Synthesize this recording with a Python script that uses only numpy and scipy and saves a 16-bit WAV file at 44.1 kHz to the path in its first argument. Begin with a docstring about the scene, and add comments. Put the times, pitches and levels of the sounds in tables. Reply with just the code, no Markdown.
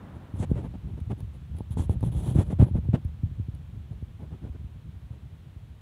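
"""A quiet room, where a small phone is carried by hand round an office chair with a wooden bead cover. The bed
is room hiss and the low rumble of the unsteady hand. Up close, fingers drag and slide on the casing in short
rustling strokes, the skin sticking and slipping. The grip knocks dully against the hollow shell, and now and
then a finger catches with a light, bright tick."""
import sys
import numpy as np
from scipy import signal
from scipy.fft import rfft, irfft
from scipy.io import wavfile
from scipy.ndimage import uniform_filter1d

SR = 44100
rng = np.random.default_rng(int(sys.argv[2]) if len(sys.argv) > 2 else 0)


def generate_wav(signal):
    """Clip the signal to [-1, 1] and save it as 16-bit WAV at the path in sys.argv[1]."""
    frames = np.transpose(np.atleast_2d(signal))
    scaled = np.clip(frames, -1, 1) * 32767
    pcm = np.round(scaled).astype(np.int16)
    wavfile.write(sys.argv[1], SR, pcm)


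N = 256220
TIME = np.arange(N) / SR

# tone of the room's hiss: (frequency [Hz], relative level [dB])
HISS_EQ = [(40, 20.5), (250, 16), (500, 8), (1000, 5), (2000, 0), (3300, -0.5), (4000, -4.5), (4800, -11.5),
           (7000, -13), (10300, -14), (12000, -16.5), (16000, -16.5)]
# tone of the dark opening rush: (frequency [Hz], relative level [dB])
RUSH_EQ = [(40, -14), (100, 6.5), (240, 5), (420, -8), (850, -9), (1400, -14), (2200, -24.5), (3500, -36),
           (5000, -58), (16000, -64)]
# tone of the hand's tremor: (frequency [Hz], relative level [dB])
RUMBLE_EQ = [(20, -34.5), (35, -15), (52, -2.5), (76, 2), (108, -4), (150, -7.5), (220, -20.5), (400, -37),
             (800, -47), (2000, -75), (16000, -130)]
# unrest of the hand between shifts of the grip: (time [s], level [dB])
RUMBLE_FADER = [(0.0, -52.5), (0.32, -45.5), (0.53, -30.5), (0.68, -40), (1.63, -41.5), (1.84, -35.5),
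                (2.22, -32), (2.36, -34), (2.85, -35.5), (2.99, -39), (3.77, -41.5), (4.04, -44.5),
                (4.37, -42.5), (4.81, -45.5), (4.97, -44.5), (5.81, -49.5)]
# finger strokes: (crest time [s], length [s], dull drag [dB], bright slide [dB], firmness [0-1])
STROKE_CUES = [(0.159, 0.044, -46, -71, 0.3), (0.373, 0.074, -44.5, -62, 0.47),
               (.411, 0.057, -39, -53, 0.95), (.437, 0.031, -31.5, -55, 1), (0.51, .04, -45.5, -62.5, 0.53),
               (0.582, 0.087, -34, -64.5, 0.66), (0.65, 0.058, -34.5, -67, .3),
               (.747, 0.03, -35.5, -85, 0.4), (0.892, 0.081, -46.5, -78, 0),
               (.983, 0.031, -38.5, -73, 0.58), (1.114, 0.041, -31.5, -63, 0.4),
               (1.19, 0.038, -48.5, -64, 0.36), (1.35, 0.052, -52, -67, 0.44), (1.584, 0.074, -49, -67, 0),
               (1.723, 0.046, -52, -54, .33), (1.795, 0.063, -34.5, -47.5, 0.73),
               (1.838, 0.053, -44.5, -53, 0.4), (1.917, 0.066, -37, -54.5, 0.4),
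               (2.058, 0.087, -37, -53, 0.37), (2.129, 0.034, -45, -54, 0.2),
               (2.186, 0.11, -39.5, -51, 0.47), (2.28, 0.13, -34.5, -48.5, 0.42),
               (2.361, 0.038, -30.5, -51, 0.5), (2.403, 0.07, -27, -47.5, 0.58),
               (2.478, 0.089, -45, -63, 0.46), (2.519, 0.049, -31, -57, 0.57),
               (2.617, 0.068, -23, -54, .56), (2.672, .07, -37.5, -63.5, 0.15),
               (2.767, 0.054, -31.5, -65.5, .27), (2.85, 0.027, -44.5, -74, .05),
               (2.947, .037, -23.5, -74, 0.75), (2.973, 0.037, -39.5, -80, 0.4),
               (3.922, 0.052, -47, -76, .3), (4.223, 0.078, -43, -76, 0.3), (4.332, 0.067, -43.5, -83, .55),
               (4.456, 0.088, -43, -85, 0.5), (4.557, 0.032, -43.5, -86, 0.62),
               (5.134, 0.086, -51.5, -80, .47)]
# dull creep of a light finger: (frequency [Hz], relative level [dB])
CREEP_EQ = [(40, -14), (90, -27.5), (140, 6), (205, -1.5), (310, -5.5), (430, -10.5), (640, -18),
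            (900, -21), (1300, -40), (3300, -48), (16000, -83)]
# dull drag of a firm finger: (frequency [Hz], relative level [dB])
DRAG_EQ = [(40, -27), (90, -11), (190, 3.5), (320, -8.5), (470, -14.5), (640, -16), (800, -22), (1000, -25),
           (1200, -25), (2000, -33), (3300, -37), (4800, -51), (9500, -51.5), (16000, -71)]
# light sizzle of gliding skin: (frequency [Hz], relative level [dB])
SIZZLE_EQ = [(500, -8), (900, 6.5), (1300, -6), (2400, -10), (3350, 1), (4100, -7.5), (5000, -23.5),
             (6500, -24), (8800, -16.5), (9700, 1), (10500, 0.5), (11500, -9.5), (12800, -14), (16000, -20)]
# broad scrape of skin under pressure: (frequency [Hz], relative level [dB])
SCRAPE_EQ = [(500, -9), (760, 14.5), (980, 18), (1250, -11.5), (2400, -11), (3400, 6.5), (4900, -7),
             (6400, 1.5), (7600, 4.5), (10300, 2.5), (12000, -16), (16000, -27)]
# knocks of the grip: (time [s], thud level [dB], thud pitch [Hz], tap level [dB], tap low-pass [Hz])
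KNOCK_CUES = [(0.338, -25, 101, -31, 357), (.4, -19, 104.5, -33, 497), (.514, -28.5, 140, -11.5, 560),
              (1.012, -25, 75, -35, 300), (1.102, -26.5, 121, -34, 700), (1.112, -29, 129, -19, 710),
              (1.127, -29, 110, -27.5, 396), (1.206, -43, 110, -34, 1490), (1.55, -34, 87, -38, 1170),
              (1.606, -27, 97, -22.5, 1010), (1.706, -21, 95, -55, 300), (1.771, -20.5, 94, -20.5, 1050),
              (1.795, -17, 88, -21, 1010), (1.895, -13, 88, -16.5, 950), (2.01, -24, 101, -39, 1500),
              (2.029, -15.5, 101, -20.5, 1120), (2.037, -36, 97, -17.5, 1060), (2.065, -17, 126, -45, 400),
              (2.149, -23.5, 109, -30, 910), (2.281, -16.5, 119, -39, 630), (2.312, -18.5, 122, -28, 410),
              (2.357, -12.5, 144, -15.5, 600), (2.385, -10, 104.6, -14, 450), (2.529, -22, 105, -28, 400),
              (2.596, -5.5, 105.6, -22, 700), (2.612, -7.5, 123, -35, 700), (2.624, -4, 120, -10, 624),
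              (2.71, -21.5, 105, -30, 380), (2.754, -19, 110, -20.5, 610), (2.784, -22.5, 77, -24, 443),
              (2.887, -13.5, 112.4, -28, 610), (2.938, -26.5, 129, -12.5, 540),
              (3.049, -17.5, 79.5, -61, 400), (3.233, -17, 106, -28.5, 358), (3.313, -27.5, 84, -41, 400),
              (3.397, -19, 88, -34.5, 420), (3.484, -24.5, 114, -35, 450), (3.91, -27.5, 103, -45, 500),
              (4.025, -24, 87, -34.5, 665), (4.221, -34, 97, -38, 905), (4.495, -25.5, 74.4, -48, 400),
              (4.549, -41, 99, -39.5, 700), (4.643, -28, 84, -54, 400), (5.105, -30, 119, -51, 400),
              (5.562, -32, 86, -58, 400)]
# ring of the tapped casing: (frequency [Hz], relative level [dB], 60 dB decay time [s])
CASING_MODES = [(177, 7.5, 0.017), (380, -4.5, 0.0078), (823, -12, 0.018), (993, -42, 0.013)]
# catches of a finger: (time [s], level [dB])
TICK_CUES = [(.3687, -62), (1.002, -56.5), (1.2044, -53.5), (1.567, -57), (1.5853, -52.5), (1.8964, -50.5),
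             (2.0076, -53), (2.029, -53), (2.6313, -53), (3.047, -58.5), (3.549, -57.5)]
# tone of a tick: (frequency [Hz], relative level [dB])
TICK_EQ = [(500, -21), (1000, 10), (2200, 5), (3400, 5), (5000, -4), (7500, -9), (10300, 8.5), (12000, -5),
           (16000, -9)]

ATTACK_SHARE = 0.44   # part of a stroke or grip shift spent bearing down


def from_db(db):
    """Decibels to gain."""
    return 10 ** (np.asarray(db) / 20)


def unit_rms(x):
    """Normalise to unit power."""
    return x / np.sqrt(np.mean(x ** 2) + 1e-20)


def unit_peak(x):
    """Normalise to a peak of 1."""
    return x / np.abs(x).max()


def eq(x, curve):
    """Shape x with an EQ curve, rolling off below its first point; unit power."""
    hz, db = np.transpose(curve)
    bins = np.maximum(np.fft.rfftfreq(N, 1 / SR), 1)
    low_cut = np.minimum(bins / hz[0], 1) ** 2
    gain = from_db(np.interp(np.log(bins), np.log(hz), db))
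    return unit_rms(irfft(rfft(x) * low_cut * gain, N))


def steady(x, window_s):
    """Level out slow swells and keep the fine grain."""
    size = max(int(window_s * SR), 2)
    power = uniform_filter1d(uniform_filter1d(x ** 2, size), size)
    return x / np.sqrt(power + 1e-6)


def friction(curve, per_s, spread_db, window_s):
    """Stick-slip texture: tiny random releases, a few much larger than the rest, EQ'd and levelled."""
    sizes = from_db(spread_db * np.minimum(rng.exponential(1, N), 4))
    signs = rng.choice([-1, 1], N)
    slips = unit_rms(sizes * signs * (rng.random(N) < per_s / SR))
    return steady(eq(slips, curve), window_s)


def ring(t, hz, t60):
    """One struck, decaying mode."""
    return np.sin(2 * np.pi * hz * t) * from_db(-60 * t / t60)


def butter(x, hz, kind, order=2):
    """Causal Butterworth filter."""
    return signal.sosfilt(signal.butter(order, hz, kind, fs=SR, output="sos"), x)


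def add(out, start_s, sound):
    """Mix a sound in at its cue."""
    at = max(round(start_s * SR), 0)
    out[at:at + len(sound)] += sound[:max(N - at, 0)]


def pressure(length_s, release_power=1.37):
    """Envelope of a finger that bears down, peaks and eases off more softly."""
    t = np.arange(0, length_s, 1 / SR)
    phase = np.interp(t, [0, ATTACK_SHARE * length_s, length_s], [0, 1, 2])
    return np.abs(np.sin(np.pi / 2 * phase)) ** np.where(phase > 1, release_power, 1)


def room_tone(hiss_fade_db_per_s=0.24, rush_fade_db_per_s=27, rush_hold_s=0.13):
    """A bed of hiss sinks very slowly; a soft, darker rush dies away in the first second."""
    hiss_db = -58.5 - hiss_fade_db_per_s * TIME
    rush_db = -45.5 - rush_fade_db_per_s * np.maximum(TIME - rush_hold_s, 0)
    hiss = from_db(hiss_db) * eq(rng.standard_normal(N), HISS_EQ)
    rush = from_db(rush_db) * eq(rng.standard_normal(N), RUSH_EQ)
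    return hiss + rush


def hand_rumble(shifts_per_s=8, shift_s=0.063, shift_db=6.5):
    """Tremor rumbles through the casing and swells with each small, unevenly timed shift of the grip."""
    rumble = friction(RUMBLE_EQ, per_s=1200, spread_db=3.0, window_s=0.13)
    fader_db = np.interp(TIME, *np.transpose(RUMBLE_FADER))
    swell_db = np.zeros(N)
    for k, (late, strength) in enumerate(rng.random(size=(80, 2))):
        add(swell_db, (k + late) / shifts_per_s, shift_db * (0.5 + strength) * pressure(shift_s))
    return from_db(fader_db + swell_db) * rumble


def finger_rubs(drag_power=0.64, slide_power=0.69):
    """Gripping skin judders dully, gliding skin sizzles; firmness crossfades them to drag and scrape."""
    creep, drag, sizzle, scrape = np.zeros((4, N))
    for crest_s, length_s, drag_db, slide_db, firmness in STROKE_CUES:
        start_s = crest_s - ATTACK_SHARE * length_s
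        force = pressure(length_s)
        dull = from_db(drag_db) * force ** drag_power
        bright = from_db(slide_db) * force ** slide_power
        add(creep, start_s, np.sqrt(1 - firmness ** 2) * dull)
        add(drag, start_s, firmness * dull)
        add(sizzle, start_s, (1 - firmness) * bright)
        add(scrape, start_s, firmness * bright)
    return (creep * friction(CREEP_EQ, per_s=1500, spread_db=3.5, window_s=0.049)
            + drag * friction(DRAG_EQ, per_s=3000, spread_db=1.0, window_s=0.017)
            + sizzle * friction(SIZZLE_EQ, per_s=7400, spread_db=4.5, window_s=0.016)
            + scrape * friction(SCRAPE_EQ, per_s=9700, spread_db=2.0, window_s=0.013))


def grip_knocks(thud_t60=0.072):
    """The phone thuds in the hand and its hollow casing rings; a soft tap reaches only the low modes."""
    out, t = np.zeros(N), np.arange(SR // 5) / SR
    for start_s, thud_db, thud_hz, tap_db, tap_cutoff_hz in KNOCK_CUES:
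        thud = butter(ring(t, thud_hz, thud_t60), 280, "low")
        thud = butter(thud, 50, "high")
        casing = sum(from_db(db + rng.normal(0, 1)) * ring(t, hz, t60) for hz, db, t60 in CASING_MODES)
        tap = butter(casing, tap_cutoff_hz, "low", order=6)
        tap = butter(tap, 100, "high", order=1)
        add(out, start_s, from_db(thud_db) * unit_peak(thud) + from_db(tap_db) * unit_peak(tap))
    return out


def finger_ticks(t60=0.028):
    """A finger catches briefly: a bright snap of noise that dies at once."""
    envelope, t = np.zeros(N), np.arange(SR // 20) / SR
    for start_s, db in TICK_CUES:
        add(envelope, start_s, from_db(db - 60 * t / t60))
    return envelope * steady(eq(rng.standard_normal(N), TICK_EQ), window_s=0.002)


def scene():
    """A dry mono mix: contact sounds reach the microphone directly, over the room tone."""
    return (finger_rubs() + grip_knocks() + finger_ticks() + hand_rumble() + room_tone())[None]


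def record(dry, low_cut_hz=44.5, high_cut_hz=15600):
    """The microphone loses the deepest bass, and a steep filter takes off the very top."""
    thinned = butter(dry, low_cut_hz, "high", order=3)
    high_cut = signal.ellip(12, 0.1, 90, high_cut_hz, fs=SR, output="sos")
    return signal.sosfilt(high_cut, thinned)


dry = scene()
out = record(dry)
generate_wav(out)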